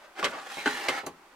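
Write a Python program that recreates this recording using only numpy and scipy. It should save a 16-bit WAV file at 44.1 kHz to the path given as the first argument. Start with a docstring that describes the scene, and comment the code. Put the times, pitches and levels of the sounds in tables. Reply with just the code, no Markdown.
"""A quiet kitchen, close up: an air fryer drawer is pulled out. It strains, snaps out of its
catch and scrapes along plastic runners, tiny slips waking resonances that swell and fade.
It knocks twice on the way, each blow cracking in the plastic, ringing the basket and thumping
the hollow housing. The rim clears the runner with a bright click and a few lighter knocks.
A short room echo and a steady hush sit underneath."""
import sys
import numpy as np
from scipy import signal
from scipy.fft import rfft, irfft
from scipy.io import wavfile
from scipy.ndimage import uniform_filter1d

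SR = 44100
rng = np.random.default_rng(int(sys.argv[2]) if len(sys.argv) > 2 else 0)


def pcm_store(signal):
    """Save signal as 16-bit PCM."""
    levels = np.round(np.clip(np.atleast_2d(signal), -1, 1) * 32767)
    wavfile.write(sys.argv[1], SR, levels.astype(np.int16).T)


N = 59535
TIME, FREQS = np.arange(N) / SR, np.fft.rfftfreq(N, 1 / SR)

# stereo image of the drawer, how alike the two sides are: f/Hz, coherence
DRAWER_COHERENCE = [(100, .92), (400, 1), (1000, 0.66), (2000, 0.76), (4500, 0.48), (10000, 0.3)]
# how far the left side leads: f/Hz, phase/rad
LEFT_LEAD = [(100, -0.31), (400, 0.26), (1000, -0.37), (2100, -0.76), (4200, -0.36), (10000, -0.54)]
# balance, left over right: f/Hz, level/dB
LEFT_BALANCE = [(300, 0.4), (1100, 0.3), (2000, -0.9), (4500, -2), (10000, -3)]
# room tone spectrum: f/Hz, level/dB
HUSH_SPECTRUM = [(30, -6), (100, -15.5), (140, -28), (190, -6), (280, -5), (400, -1.5), (600, -23),
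                 (820, 2.5), (1300, -1), (2300, -6.5), (3800, -12.5), (8000, -17.5), (16000, -25)]
# how alike the two sides of the room tone are: f/Hz, coherence
HUSH_COHERENCE = [(100, 1), (400, 0.68), (1000, 0.94), (2000, 0.059), (10000, 0.043)]
# friction along the pull: t/s, level/dB, brightness/(dB per octave)
SLIDE_ENVELOPE = [(0, -56.5, -2.5), (0.052, -50.5, -2), (.09, -57, -4), (0.144, -58.5, -1.5),
                  (.198, -34.5, -1), (0.221, -42, -1.5), (.30, -48, 2), (0.333, -37, -3.5),
                  (0.392, -38, -2), (0.442, -46.5, 0), (0.47, -41.5, -0.5), (.487, -46.5, 0.5),
                  (.515, -39.5, 1), (0.564, -47, 3), (0.593, -42, 2), (0.643, -43.5, 1), (.71, -36.5, 1),
                  (.78, -38.5, 1), (.86, -37.5, 0), (.93, -36.5, 0), (0.987, -37, 0), (1.013, -43.5, -2),
                  (1.05, -72, 5), (1.15, -57.5, -4)]
# plastic rubbing on plastic: f/Hz, level/dB
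SCRAPE_SPECTRUM = [(30, -19), (110, -32.5), (200, -9), (300, 0), (600, -2), (1000, 2.5), (1900, 1),
                   (3300, -4), (5600, -10.5), (7500, -13.5), (12500, -22), (16000, -33)]
# resonances that swell and fade as the contact point travels:
# f/Hz, width/Hz, level over the scrape/dB, peak t/s, swell sigma/s
RUBBED_RESONANCES = [(566, 100, -0.5, 0.22, 0.49), (815, 40, 6.5, 0.72, 0.48), (1144, 33, 10.5, 0.46, 0.13),
                     (1325, 16, 17.5, 1.05, 0.094), (1432, 25, 10.5, 0.22, 0.14),
                     (1757, 34, 11, 0.67, 0.11), (1870, 96, 3.5, 0.81, 0.22), (2160, 130, 1, 1, 0.058),
                     (2350, 250, 12.5, 0.603, 0.018), (2907, 59, 5.5, 0.86, 0.098),
                     (3110, 26, -2, 0.82, 0.025), (3180, 40, 9.5, .54, .06), (3950, 140, 7.5, 0.64, 0.059),
                     (4060, 21, 18, 1.03, 0.036), (4865, 24, 10.5, 0.94, 0.062)]
# blows on the drawer: t/s, rise/s, crack level/dB, crack tilt/(dB per octave),
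# ring level/dB, ring f/Hz, ring spread/octaves, thump level/dB, thump f/Hz
BLOWS = [(.190, 0.0064, -55, -6, -50, 1420, 0.23, -36, 350),
         (.2274, 0.00053, -27.5, -3, -21, 1100, 0.081, -29.5, 545),
         (.2418, 0.0015, -20, 1, -23, 2680, 0.41, -27, 540),
         (0.249, 0.0007, -25.5, 1.2, -23.5, 1290, 0.21, -35.5, 296),
         (0.2637, .001, -30.5, -5, -38.5, 2220, 0.46, -42, 547),
         (0.569, 0.0013, -39, -28, -36.5, 810, 0.37, -39.5, 287),
         (0.658, 0.00074, -23, -1.5, -21.5, 1605, 0.21, -26, 312),
         (.664, 0.003, -38.5, 10, -22, 910, 0.22, -22, 260),
         (.675, 0.00043, -31, 2, -18, 1526, 0.13, -31, 332),
         (0.8847, 0.00039, -21.5, 0.6, -25.5, 2100, 0.18, -24, 370),
         (0.8899, 0.0024, -31, 6, -32.5, 1260, 0.48, -27, 300),
         (1.032, 0.0044, -36.5, -8, -36.5, 800, 0.22, -41.5, 463),
         (1.0647, 0.00078, -34, -7, -35.5, 1100, 0.31, -30.5, 352),
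         (1.079, 0.0027, -45, -3.5, -40.5, 850, .3, -40, 142)]
# dense short modes of the plastic: f/Hz, level/dB
CRACK_SPECTRUM = [(30, -31), (120, -24.5), (280, -10.5), (700, -6.5), (1700, -5.5), (3200, -5), (5200, -13),
                  (8000, -19), (12500, -32.5), (16000, -39)]
# their decay: f/Hz, t60/s
CRACK_DECAY = [(100, 0.3), (500, .1), (2000, 0.12), (6000, 0.062), (14000, 0.078)]
# ring of the basket: f/Hz, level/dB, t60/s
BASKET_MODES = [(817.5, -1, 0.13), (894, -2.5, 0.083), (1041, -5.5, 0.17), (1146, 1.5, 0.1),
                (1300, -5, 0.071), (1337, -6.5, 0.069), (1466, -1.5, 0.063), (1561, -2.5, 0.066),
                (1767, 3.5, 0.053), (2087, 3.5, 0.097), (2152, 1, 0.04), (2387, 2, 0.043), (2980, 0, 0.06),
                (4040, 2, 0.086)]
# body of the hollow housing: f/Hz, level/dB, t60/s
HOUSING_MODES = [(93, -10, 0.27), (168.3, -9, 0.19), (258.3, -3, 0.092), (289.6, -7.5, .12),
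                 (356.3, 0, 0.097), (418.3, -1.5, .1), (476.6, -4.5, 0.16), (527.2, -1, 0.12),
                 (585.7, -4, 0.18), (637, -13, 0.36)]
# treble resonances of the rim: f/Hz, half-width/Hz, level/dB
RIM_RESONANCES = [(2900, 80, -5), (4010, 140, -1), (4480, 260, -2), (6050, 190, 0), (6650, 240, -4),
                  (7300, 300, -3), (8400, 200, -5), (9850, 280, -3), (10500, 260, -5), (12350, 220, -8),
                  (13300, 400, -10), (15100, 500, -19)]
# decay of the kitchen echo: f/Hz, t60/s
ROOM_DECAY = [(150, 0.41), (1000, 0.15), (4000, 0.18), (12000, 0.15)]


def amp(db):
    """Decibels to gain."""
    return 10 ** (np.asarray(db) / 20)


def unit(x):
    """Scales to an rms of one."""
    return x / np.sqrt(np.mean(x ** 2) + 1e-20)


def curve(points, hz):
    """Reads a table along a log-frequency axis."""
    freqs, values = np.transpose(points)
    return np.interp(np.log(hz + 1), np.log(freqs), values)


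def add(mix, start_s, sound):
    """Lays a sound into the mix."""
    part = mix[:, round(start_s * SR):][:, :sound.shape[1]]
    part += sound[:, :part.shape[1]]


def noise():
    """Two unrelated channels of white noise."""
    return rng.standard_normal((2, N))


def stereo(channels, eq_db, coherence=DRAWER_COHERENCE):
    """Colours two unrelated channels and blends them into one wide source at unit rms."""
    left, other = rfft(channels)
    alike = curve(coherence, FREQS)
    right = (alike * left + np.sqrt(1 - alike ** 2) * other) * np.exp(-1j * curve(LEFT_LEAD, FREQS))
    lean = amp(curve(LEFT_BALANCE, FREQS) / 2)
    return unit(irfft(np.array([left * lean, right / lean]) * amp(eq_db), N))


def moving_eq(x, db_at):
    """Applies a gain in dB that depends on frequency and time."""
    hz, t, frames = signal.stft(x, SR, nperseg=256, noverlap=192)
    return signal.istft(frames * amp(db_at(hz[:, None], t)), SR, nperseg=256, noverlap=192)[1][:, :N]


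def tilt(hz, db_per_octave, pivot_hz=1010):
    """A brightness slope in dB, flat below 600 Hz and above 9 kHz."""
    return db_per_octave * np.log2(np.clip(hz, 600, 9000) / pivot_hz)


def kitchen_hush(level_db=-58.5):
    """The steady room tone."""
    return amp(level_db) * stereo(noise(), curve(HUSH_SPECTRUM, FREQS), HUSH_COHERENCE)


def gap_ripple(x, depth_db=3, width_hz=55, life_s=0.11, frame=2048):
    """Weak, narrow resonances come and go at random as the gap behind the drawer opens."""
    frames = signal.stft(x, SR, nperseg=frame)[2]
    ripple = rng.standard_normal(frames.shape[1:])
    ripple = uniform_filter1d(ripple, round(width_hz * frame / SR), axis=0)
    ripple = uniform_filter1d(ripple, round(life_s * 2 * SR / frame), axis=1)
    return unit(signal.istft(frames * amp(depth_db * unit(ripple)), SR, nperseg=frame)[1][:, :N])


def runner_scrape(slips_per_s=2500, slip_share=0.44, judder_db=1, judder_hz=69.5):
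    """Tiny slips judder through the drawer and wake its resonances; level and brightness waver."""
    times, level_db, brightness = np.transpose(SLIDE_ENVELOPE)
    slips = (rng.random(N) < slips_per_s / SR) * rng.choice([-1, 1], (2, N))
    friction = np.sqrt(slip_share) * unit(slips) + np.sqrt(1 - slip_share) * noise()
    judder = unit(irfft(rfft(rng.standard_normal(N)) / (1 + (FREQS / judder_hz) ** 4), N))
    rubbing = gap_ripple(stereo(friction * amp(judder_db * judder), curve(SCRAPE_SPECTRUM, FREQS)))
    scrape = moving_eq(rubbing, lambda hz, t: tilt(hz, np.interp(t, times, brightness)))
    scrape *= amp(np.interp(TIME, times, level_db))
    ringing = 0
    for hz, width_hz, db, peak_s, sigma_s in RUBBED_RESONANCES:
        swell = np.exp(-0.5 * ((TIME - peak_s) / sigma_s) ** 2)
        ringing += amp(db) * signal.lfilter(*signal.iirpeak(hz, hz / width_hz, SR), scrape * swell)
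    return scrape + ringing


def struck_modes(modes, centre_hz, spread_octaves, rise_s):
    """Damped modes ring; where the blow lands favours those near one frequency."""
    t, ringing = TIME[:SR // 4], 0
    side = np.array([[0.5], [-0.5]])
    for hz, db, t60 in modes:
        detune, phase, scatter = rng.standard_normal(3)
        lead = curve(LEFT_LEAD, hz) + scatter * np.sqrt(1 - curve(DRAWER_COHERENCE, hz))
        excitation = np.exp(-0.5 * (np.log2(hz / centre_hz) / spread_octaves) ** 2)
        pan = amp(side * curve(LEFT_BALANCE, hz))
        tone = np.sin(2 * np.pi * (hz * (1 + 0.00099 * detune) * t + phase) + side * lead)
        ringing += excitation * amp(db - 60 * t / t60) * pan * tone
    return ringing * (1 - np.exp(-t / rise_s))


def drawer_knocks():
    """Each blow cracks in the plastic, rings the basket and thumps the housing."""
    mix = np.zeros((2, N))
    for start_s, rise_s, crack_db, slope, ring_db, ring_hz, spread, thump_db, thump_hz in BLOWS:
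        plastic = stereo(noise(), curve(CRACK_SPECTRUM, FREQS) + tilt(FREQS, slope))
        crack = moving_eq(plastic[:, :SR // 3], lambda hz, t: -60 * t / curve(CRACK_DECAY, hz))
        attack = 1 - np.exp(-TIME[:crack.shape[1]] / rise_s)
        ring = struck_modes(BASKET_MODES, ring_hz, spread, rise_s)
        thump = struck_modes(HOUSING_MODES, thump_hz, spread_octaves=0.38, rise_s=0.0034)
        add(mix, start_s, amp(crack_db) * crack * attack)
        add(mix, start_s, amp(ring_db) * ring + amp(thump_db) * thump)
    return mix


def rim_click(start_s=1.0628, level_db=-34.5, rise_s=0.003, t60_s=0.068):
    """The rim flicks off the end of the runner and rings briefly in the treble."""
    mix = np.zeros((2, N))
    power = sum(amp(db) ** 2 / (1 + ((FREQS - hz) / half_width) ** 2) ** 2
                for hz, half_width, db in RIM_RESONANCES)
    envelope = np.minimum(TIME / rise_s, 1) * amp(level_db - 60 * TIME / t60_s)
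    add(mix, start_s, stereo(noise(), 10 * np.log10(power)) * envelope)
    return mix


def kitchen_echo(x, level_db=-16.5, build_s=0.0061):
    """A short diffuse tail, each band dying at its own speed."""
    tail = moving_eq(stereo(noise(), eq_db=0), lambda hz, t: -60 * t / curve(ROOM_DECAY, hz))
    tail *= np.minimum(TIME / build_s, 1) ** 2
    return amp(level_db) * signal.fftconvolve(x, tail / np.linalg.norm(tail[0]), axes=1)[:, :N]


def scene():
    """The drawer up front, its echo and the room tone behind."""
    drawer = drawer_knocks() + rim_click() + runner_scrape()
    return drawer + kitchen_echo(drawer) + kitchen_hush()


def record(dry, cutoff_hz=15950):
    """A steep low-pass trims the highest air."""
    lowpass = signal.firwin(511, cutoff_hz, window=("kaiser", 9), fs=SR)
    return signal.oaconvolve(dry, lowpass[None], "same")


dry = scene()
out = record(dry)
pcm_store(out)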